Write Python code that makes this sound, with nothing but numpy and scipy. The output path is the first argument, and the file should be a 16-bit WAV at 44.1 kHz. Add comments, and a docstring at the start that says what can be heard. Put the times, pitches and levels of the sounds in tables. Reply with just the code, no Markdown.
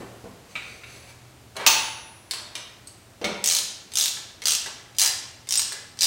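"""A ratchet swings back six times on a motorcycle nut, its pawl snapping over the teeth, close to the microphone.
Place: a hard-walled workshop with a steel lift; ventilation air and a faint motor hum lie behind.
Before that a spanner hisses and squeals off the nut as rubbed noise and a sliding tone, and clangs down on the lift;
a socket is fitted and the nut gives with a clunk. Contacts are bursts of tiny impacts through the spectrum
of the part they shake; struck metal rings in dying sines. Noise echoes carry the tools around the room."""
import sys
import numpy as np
from scipy import signal
from scipy.fft import rfft, irfft
from scipy.io import wavfile

SR = 44100
rng = np.random.default_rng(int(sys.argv[2]) if len(sys.argv) > 2 else 0)


def materialize(psi):
    """Save the field psi as 16-bit PCM at rate SR to the path in sys.argv[1].

    A 1-D psi becomes a single channel; in a 2-D psi each row is a channel.
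    """
    bounded = np.clip(np.atleast_2d(psi).T, -1, 1)
    quanta = np.round(bounded * 32767).astype(np.int16)
    wavfile.write(sys.argv[1], SR, quanta)


N = 267246
TIME = np.arange(N) / SR   # s


def amp(db):
    """Decibels to gain."""
    return np.exp(np.asarray(db) * (np.log(10) / 20))


def rms_one(x):
    """Scale to unit rms."""
    return x / np.sqrt(np.mean(x ** 2) + 1e-20)


def at_hz(points, hz):
    """Read a table on a log-frequency axis."""
    freqs, values = np.transpose(points)
    return np.interp(np.log(np.maximum(hz, 1)), np.log(freqs), values)


def in_time(rows):
    """Join the rows of a curve by straight lines."""
    s, *columns = np.transpose(rows)
    return [np.interp(TIME, s, column) for column in columns]


def add(out, s, sound):
    """Mix a sound in at time s."""
    start = max(round(s * SR), 0)
    out[start:start + len(sound)] += sound[:max(N - start, 0)]


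def through(x, response):
    """Convolve, keeping the length."""
    return signal.fftconvolve(x, response)[:len(x)]


def colour(x, spectrum, tilt_db=0, size=2048):
    """Causal (minimum-phase) filter of this spectral shape, tilted per octave above the bass; keeps white-noise power."""
    hz = np.fft.rfftfreq(size, 1 / SR)
    octaves = np.log2(np.maximum(hz, 170))
    gain = rms_one(amp(at_hz(spectrum, hz) + tilt_db * octaves))
    # folding the cepstrum onto positive times makes the filter causal
    cepstrum = irfft(np.log(gain))
    cepstrum[1:size // 2] *= 2
    cepstrum[size // 2 + 1:] = 0
    return through(x, irfft(np.exp(rfft(cepstrum))))


def drift(rate):
    """Slow chance of unit rms, with this many random knots per second."""
    knots = rng.standard_normal(int(rate * N / SR) + 2)
    return rms_one(np.interp(TIME * rate, np.arange(len(knots)), knots))


def burst(dying_s, grain_db=0, size=SR // 3):
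    """One contact: a dying crowd of tiny impacts, uneven in size where grain_db asks for it."""
    impacts, sizes = rng.standard_normal((2, size))
    fade = np.exp(-TIME[:size] / max(dying_s, 1e-4))
    # the energy depends on the fade alone, not on chance
    return rms_one(impacts * amp(grain_db * sizes) * fade) * np.sqrt(np.mean(fade ** 2))


def ring(modes, uneven_db=0, seconds=1):
    """Struck modes die as sines, with a random sign at every blow and uneven strength where uneven_db asks for it."""
    t = TIME[:int(seconds * SR)]
    chance = rng.standard_normal((len(modes), 2))
    out = np.zeros(len(t))
    for (hz, db, t60), (size, sign) in zip(modes, chance):
        fade = amp(db + uneven_db * size - 60 * t / t60)
        out += np.sign(sign) * fade * np.sin(2 * np.pi * hz * t)
    return out


# spectral shape of the ventilation air: f/Hz, relative level/dB
AIR = [(15, -50), (25, -21.5), (117, -3.5), (149, -12.5), (185, -11.5), (344, -13), (516, -18),
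       (591, -15.5), (796, -17), (887, -20), (1020, -19.5), (3720, -25), (8360, -28.5), (16000, -37.5)]
# steady ventilation air, with the dying reverberation of an earlier sound at the start: t/s, level/dB
AIR_LEVEL = [(0, -48.5), (0.6, -51.5), (6.06, -53)]
# partials of the motor hum: f/Hz, relative level/dB
HUM = [(119.6, 2), (77, -5.5)]
# course of the motor hum, before its trim: t/s, level/dB
HUM_LEVEL = [(0.0, -51.5), (0.54, -62.5), (0.84, -53), (1.45, -51.5), (2.34, -68), (6.06, -57.5)]


def background(waver_hz=2.46, motor_db=-1.0):
    """Ventilation air as coloured noise, and a motor hum of sines that waver in pitch."""
    (air_db,), (hum_db,) = in_time(AIR_LEVEL), in_time(HUM_LEVEL)
    air = colour(rng.standard_normal(N), AIR, size=8192)
    hum = np.zeros(N)
    for hz, db in HUM:
        hum += amp(db) * np.sin(2 * np.pi * np.cumsum(hz + waver_hz * drift(8.8)) / SR)
    return amp(air_db) * air + amp(hum_db + motor_db) * rms_one(hum)


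# the hand bumps the frame: t/s, level/dB, thud hardness/(dB per octave), dying time/s
BUMPS = [(0.003, -38, 1.5, 0.012), (0.241, -40, -1, 0.0033)]


def hand_contacts(thud_db=-1, clank_db=-16, tick_db=-11):
    """A hand is soft: nearly all thud, little clank or tick."""
    return [(s, db + thud_db, hardness_db, db + clank_db, db + tick_db, dying_s)
            for s, db, hardness_db, dying_s in BUMPS]


# low swaying modes of the frame: f/Hz, relative level/dB, t60/s
SWAY = [(186.5, 4, 0.14), (244, -0.5, 0.08), (380.6, -2, 0.12), (544, -3.5, 0.099)]


def bumps():
    """Soft blows set the frame's low modes swaying."""
    out = np.zeros(N)
    for s, db, *_ in BUMPS:
        add(out, s, amp(db) * ring(SWAY, seconds=.3))
    return out


# tools knock against the machine:
# t/s, frame thud level/dB, thud hardness/(dB per octave), steel clank level/dB, bright tick level/dB, dying time/s
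KNOCKS = [(1.556, -39, 5, -52, -49, 0.015), (1.566, -36, 6.5, -30.5, -28, 0.0037),
          (1.595, -34, 7.5, -44, -46, 0.038), (2.310, -46, 7, -28, -18.5, 0.0037),
          (2.336, -50, 2.5, -25.5, -27, 0.0028), (2.396, -44.5, 5.5, -40, -58, 0.0054),
          (2.553, -42, 5.5, -23, -28, 0.0043), (2.872, -69, 3, -54, -34, 0.0031),
          (3.214, -31.5, -3, -35, -45, 0.0082), (3.243, -26, -1.7, -18.5, -28.5, 0.0059),
          (5.016, -44, 6.5, -27, -47.5, 0.036)]
# spectral shapes of the frame, the steel tool and its hard edges: f/Hz, relative level/dB
FRAME = [(50, -28), (120, -20), (185, -1), (260, -6.5), (340, 3), (480, 2), (650, -1.5), (850, -4),
         (1300, -9.5), (3000, -22), (9000, -72)]
STEEL = [(150, -45), (600, -11), (1050, -5), (1400, -6), (1750, -4), (2200, -2), (2900, 1), (3800, -1.5),
         (4700, -6.5), (6000, -3.5), (9000, -61), (15000, -71)]
TICK = [(500, -30), (2800, -9), (4200, 7), (5600, 1.5), (7000, 1.5), (8100, 4), (8900, -1.5), (10100, -0.5),
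        (12500, -12), (15500, -11)]
# after each contact the frame rocks back with a second thud; both thuds die more slowly by the added time
SETTLE_S, SETTLE_DB, FRAME_DYING_S = .015, -0.5, .013


def knocks():
    """Each contact shakes the frame, the steel tool and its hard edges in its own proportion."""
    out, steel, tick = np.zeros((3, N))
    contacts = [*KNOCKS, *slack_contacts(), *take_up_contacts(), *hand_contacts()]
    for s, thud_db, hardness_db, clank_db, tick_db, dying_s in contacts:
        for late_s, loss_db in ((0, 0), (SETTLE_S, SETTLE_DB)):
            thud = colour(burst(dying_s + FRAME_DYING_S), FRAME, hardness_db)
            add(out, s + late_s, amp(thud_db + loss_db) * thud)
        add(steel, s, amp(clank_db) * burst(dying_s, grain_db=0.5))
        add(tick, s, amp(tick_db) * burst(dying_s, grain_db=6.5))
    return out + colour(steel, STEEL) + colour(tick, TICK)


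# workshop reverberation: f/Hz, t60/s
ROOM_T60 = [(150, 0.55), (500, 0.92), (1400, 0.96), (3500, 0.71), (6500, 0.598), (10000, .5), (15000, 0.27)]


def room_response(early_db=-5, early_s=0.0071, late_db=-2.5, build_s=0.0052):
    """Quick scatter off the machine and lift, then a diffuse noise tail whose high treble dies first."""
    t = TIME[:SR]
    hz = np.fft.rfftfreq(SR, 1 / SR)
    white = rfft(rng.standard_normal(SR))
    centres = np.geomspace(100, 16000, 16)   # overlapping bands, Hz
    tail = 0
    for centre, share in zip(centres, np.eye(len(centres))):
        band = irfft(white * at_hz(np.column_stack([centres, share]), hz), SR)
        tail = tail + band * amp(-60 * t / at_hz(ROOM_T60, centre))
    tail = tail * (1 - np.exp(-t / build_s))
    sparse = rng.standard_normal(SR) * (rng.random(SR) < .1)
    early = sparse * (t > .002) * np.exp(-t / early_s)
    return (amp(early_db) * rms_one(early) + amp(late_db) * rms_one(tail)) / np.sqrt(SR)


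def workshop(x, movement_per_s=9, count=3):
    """Arm and tool keep moving, so the sound leaves by changing paths at constant power."""
    paths = np.array([drift(movement_per_s) for _ in range(count)])
    paths /= np.sqrt(np.sum(paths ** 2, axis=0))
    return sum(through(x * share, room_response()) for share in paths)


# spanner sliding off the nut: t/s, level/dB before the rub trim, thin squeal f/Hz
SLIDE = [(0.35, -102, 7500), (0.5, -53, 8300), (0.7, -48.5, 9500), (0.81, -57.5, 9300), (0.93, -47, 11000),
         (1.02, -52.5, 9900), (1.1, -49, 9760), (1.18, -74, 9100), (1.28, -72.5, 8500)]
# spectral shape of the rubbing steel: f/Hz, relative level/dB
RUB = [(500, 3.5), (1400, -7), (2300, 4), (3400, -5), (4500, 4), (5300, -7.5), (6200, 1.5), (7000, -7),
       (7900, -1.5), (9000, -13), (14000, -16)]
# a tool knocks the nut, the spanner coming off or the socket as the nut gives: t/s, level/dB, dying time/s
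SLIPS = [(0.554, -27.5, 0.014), (0.835, -36.5, 0.0075), (3.242, -24.5, 0.011)]
# spectral shape of the nut and its stud: f/Hz, relative level/dB
NUT = [(200, -10), (700, -9.5), (1050, -15), (1400, 0), (1750, -10.5), (2250, 2), (2550, -1.5),
       (3300, -9.5), (3850, -4.5), (4500, -19), (8200, -21), (12000, -38)]
# ringing of the nut on its stud: f/Hz, relative level/dB, t60/s
NUT_RING = [(2285, -14, 0.255), (2500, -11, 0.14), (2760, -18, 0.21), (3860, -22, .12)]


def slide(rub_db=-2, squeal_db=-9, squeal_width_hz=220):
    """Steel rubs on steel: grainy hiss, a ragged squeal of gliding pitch, and knocks that ring the nut."""
    db, hz = in_time(SLIDE)
    force, ringing = np.zeros((2, N))
    for s, slip_db, dying_s in SLIPS:
        add(force, s, amp(slip_db) * burst(dying_s, grain_db=2.0))
        add(ringing, s, amp(slip_db - 2) * ring(NUT_RING, seconds=.3))
    grains = rng.standard_normal(N) * amp(2.02 * drift(150))
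    hiss = colour(rms_one(grains), RUB)
    squeal = np.sin(2 * np.pi * np.cumsum(hz + squeal_width_hz * drift(900)) / SR)
    rub = amp(db + rub_db) * (hiss + amp(squeal_db) * squeal)
    return colour(force, NUT) + ringing + rub


# spanner landing and rattling on the lift: t/s, level/dB, dying time/s
DROP = [(1.664, -8.5, 0.0089), (1.671, -11, 0.011), (1.698, -21.5, 0.057)]
# spectral shape of the steel lift: f/Hz, relative level/dB
LIFT = [(80, -20), (250, -13.5), (550, -13.5), (900, 0), (1150, -6.5), (1600, -8.5), (2700, 1),
        (4300, -1.5), (5200, -6), (6200, 1.5), (7700, -9.5), (9200, -8.5), (11500, -23), (15000, -25)]
# ringing of the dropped spanner, with close pairs that beat: f/Hz, relative level/dB, t60/s
SPANNER = [(886, -13, 0.75), (930, -12, 0.5), (1112, -12, 0.4), (1222, -11, 0.5), (2670, -14, 0.7),
           (3069, -14, 0.6), (3395, -10, 0.5), (3811, -20, .8), (4286, -7, 0.36), (4490, -11, 0.5),
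           (5080, -14, .45), (5173, -6, .24), (5669, -10.5, 0.7), (5981, -13, 0.82), (6368, -17, .5),
           (6401, -14, .58), (6835, -7, 0.26), (7290, -6, 0.22), (8150, -8, 0.21), (9660, -15, 0.29),
           (10402, -17.5, 1.64), (10405, -8, 0.16), (13505, 0, .09), (15155, -9, 0.44), (15652, -11, 0.35)]


def dropped_spanner(ring_db=-18):
    """The steel deck crashes under the spanner, which rings on from the first landing: (crash, ring)."""
    force, ringing = np.zeros((2, N))
    for s, db, dying_s in DROP:
        add(force, s, amp(db) * burst(dying_s, grain_db=-5.5))
    add(ringing, DROP[0][0], amp(ring_db) * ring(SPANNER))
    return colour(force, LIFT), ringing


# the socket rings when it is free on the nut: t/s, level/dB
SOCKET_PINGS = [(2.872, -42), (5.575, -15.5)]
# ringing of the socket: f/Hz, relative level/dB, t60/s
SOCKET = [(8130, -2, .04), (8220, -0.5, 0.062), (8400, -1.5, .04)]


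def socket_pings():
    """The free socket rings briefly in close high modes."""
    out = np.zeros(N)
    for s, db in SOCKET_PINGS:
        add(out, s, amp(db) * ring(SOCKET, seconds=.2))
    return out


# back swings of the hand: t/s of the first tooth, teeth, top speed/(teeth per s), fastest tooth counted from 0,
# slowing/(per tooth squared)
SWINGS = [(3.4405, 11, 88, 4.2, .034), (3.9548, 9, 81.2, 2.7, .0457), (4.4557, 8, 82.3, 2.3, .0241),
          (4.9844, 9, 103.1, 2.4, .0261), (5.5073, 7, 64.9, 0, .0206), (6.008, 6, 89, 2, .005)]
# the grip on each swing sets how the tool rings: snap level/dB, slack knock level/dB, first pawl lift level/dB,
# handle ring level/dB relative to the snap, brightness/(dB per octave), resonance f/Hz, resonance level/dB
GRIPS = [(-10.5, -55, -45, -17.5, -0.8, 5630, -24), (-11, -38, -27.5, -20.5, -0.7, 3700, -0.5),
         (-11, -32.5, -29.5, -15, -1, 3100, -10), (-11, -46, -38, -11, 0.5, 5600, -9),
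         (-11.5, -39, -19, -16.5, -0.96, 5300, 2), (-10.5, -42, -20.5, -13, -1, 4870, 8.5)]
# before the first tooth the slack closes, then the pawl lifts and drops back
SLACK_LEAD_S, LIFT_LEAD_S = .036, .0185


def slack_contacts(thud_db=-17, hardness_db=3, tick_db=-1, dying_s=0.005):
    """Before each swing the socket rocks across its play on the nut."""
    return [(s - SLACK_LEAD_S, db + thud_db, hardness_db, db, db + tick_db, dying_s)
            for (s, *_), (_, db, *_) in zip(SWINGS, GRIPS)]


def tooth_times(start_s, teeth, top_speed, fastest, slowing):
    """The gaps between teeth grow on either side of the fastest one, as the hand speeds up and slows."""
    gaps = (1 + slowing * (np.arange(round(teeth) - 1) - fastest) ** 2) / top_speed
    return start_s + np.append(0, np.cumsum(gaps))


# spectral shape of the ratchet head: f/Hz, relative level/dB
RATCHET = [(150, -32.5), (800, -14), (1800, -16.5), (2500, -10.5), (3100, -5.5), (4300, -4.5), (5000, -4.5),
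           (6200, 0), (7500, -3.5), (8500, -3), (10000, -9.5), (12500, -12), (15500, -9.5)]


def pawl_snap(tilt_db, peak_hz, peak_db, snap_s=.0012, rise_s=0.00025, low_hz=2300, high_hz=13000,
              drag_db=-17, drag_s=0.015, sharpness=11.5, size=2048):
    """A short bright snap and a fuller trailing rasp through the ratchet head, always with the same energy."""
    hit = burst(snap_s, grain_db=1.5, size=size)
    energy = np.sqrt(np.mean(hit ** 2))
    hit = hit * (1 - np.exp(-TIME[:size] / rise_s))   # the pawl slides off the crest before it lands
    band = signal.butter(1, [low_hz, high_hz], "band", fs=SR, output="sos")
    hit = signal.sosfilt(band, hit)
    rasp = amp(drag_db) * burst(drag_s, grain_db=1.5, size=size)
    force = energy * rms_one(hit) + rasp
    resonance = signal.lfilter(*signal.iirpeak(peak_hz, sharpness, fs=SR), force)
    return energy * rms_one(colour(force + amp(peak_db) * resonance, RATCHET, tilt_db))


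# ringing of the ratchet handle: f/Hz, relative level/dB, t60/s
HANDLE = [(970, -26, 0.0116), (1746, -16.5, 0.04), (2020, -11, 0.015), (3046, -18.5, 0.047),
          (4080, -4.5, 0.021), (4880, 2, 0.018), (5880, -8, 0.066), (6340, -13, 0.025), (10520, -11, .04)]
# the snaps weaken as the hand comes to rest; no two teeth are alike
SWING_FADE_DB, TOOTH_SPREAD_DB = -4, 1.6


def ratchet(fall_s=.0004, rebound_s=.0062, rebound_db=-12, snap_db=0.92, fade_power=3.7):
    """The pawl lifts once, then falls into each tooth gap and rebounds; the handle rings along."""
    out = np.zeros(N)
    for swing, (level_db, _, lift_db, handle_db, *timbre) in zip(SWINGS, GRIPS):
        times = tooth_times(*swing)
        levels = level_db + SWING_FADE_DB * np.linspace(0, 1, len(times)) ** fade_power
        for s, db in [(times[0] - LIFT_LEAD_S, lift_db), *zip(times, levels)]:
            db = db + TOOTH_SPREAD_DB * rng.standard_normal()
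            add(out, s + fall_s, amp(db + snap_db) * pawl_snap(*timbre))
            add(out, s + rebound_s * rng.uniform(.8, 1.2), amp(db + rebound_db) * pawl_snap(*timbre))
            add(out, s + fall_s, amp(db + handle_db) * ring(HANDLE, uneven_db=4.0, seconds=.1))
    return out


# the pawl takes up the load as a swing turns round: t/s, level/dB, bright tick level/dB
TAKE_UPS = [(4.170, -46, -50.5), (4.660, -39, -32.5), (5.721, -42.5, -28)]


def take_up_contacts(thud_db=-5, hardness_db=5.0, clank_db=7, dying_s=0.0065):
    """After a swing the socket is pressed back against the nut."""
    return [(s, db + thud_db, hardness_db, db + clank_db, tick_db, dying_s) for s, db, tick_db in TAKE_UPS]


# the loaded tool and nut ring together: f/Hz, relative level/dB, t60/s
LOADED = [(399, -7.5, 0.21), (834, -10, 0.14), (1330, -3, 0.071), (1690, 8, 0.02), (1970, 1.5, 0.051)]


def loaded_ring():
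    """Taking up the load joins tool and nut, which ring in lower modes."""
    out = np.zeros(N)
    for s, db, _ in TAKE_UPS:
        add(out, s, amp(db) * ring(LOADED, uneven_db=2.5, seconds=.2))
    return out


def scene(contact_db=-2.5, ratchet_wet_db=0.0, knock_wet_db=0.5, crash_wet_db=-0.5, ring_wet_db=-7):
    """Tools close to the microphone, the workshop around them."""
    clicks = ratchet() + loaded_ring()
    contacts = knocks() + socket_pings() + bumps() + slide()
    crash, ringing = dropped_spanner()
    sent = amp(ratchet_wet_db) * clicks + amp(knock_wet_db) * contacts
    sent = sent + amp(crash_wet_db) * crash + amp(ring_wet_db) * ringing
    direct = clicks + amp(contact_db) * contacts + crash + ringing
    return (direct + workshop(sent) + background())[None]


CUTOFF_HZ = 15850


def record(dry):
    """The microphone signal has its highest peaks rounded and its top cut steeply."""
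    rounded = dry / (1 + dry ** 6) ** (1 / 6)
    lowpass = signal.ellip(12, .1, 80, CUTOFF_HZ, fs=SR, output="sos")
    return signal.sosfilt(lowpass, rounded)


dry = scene()
out = record(dry)
materialize(out)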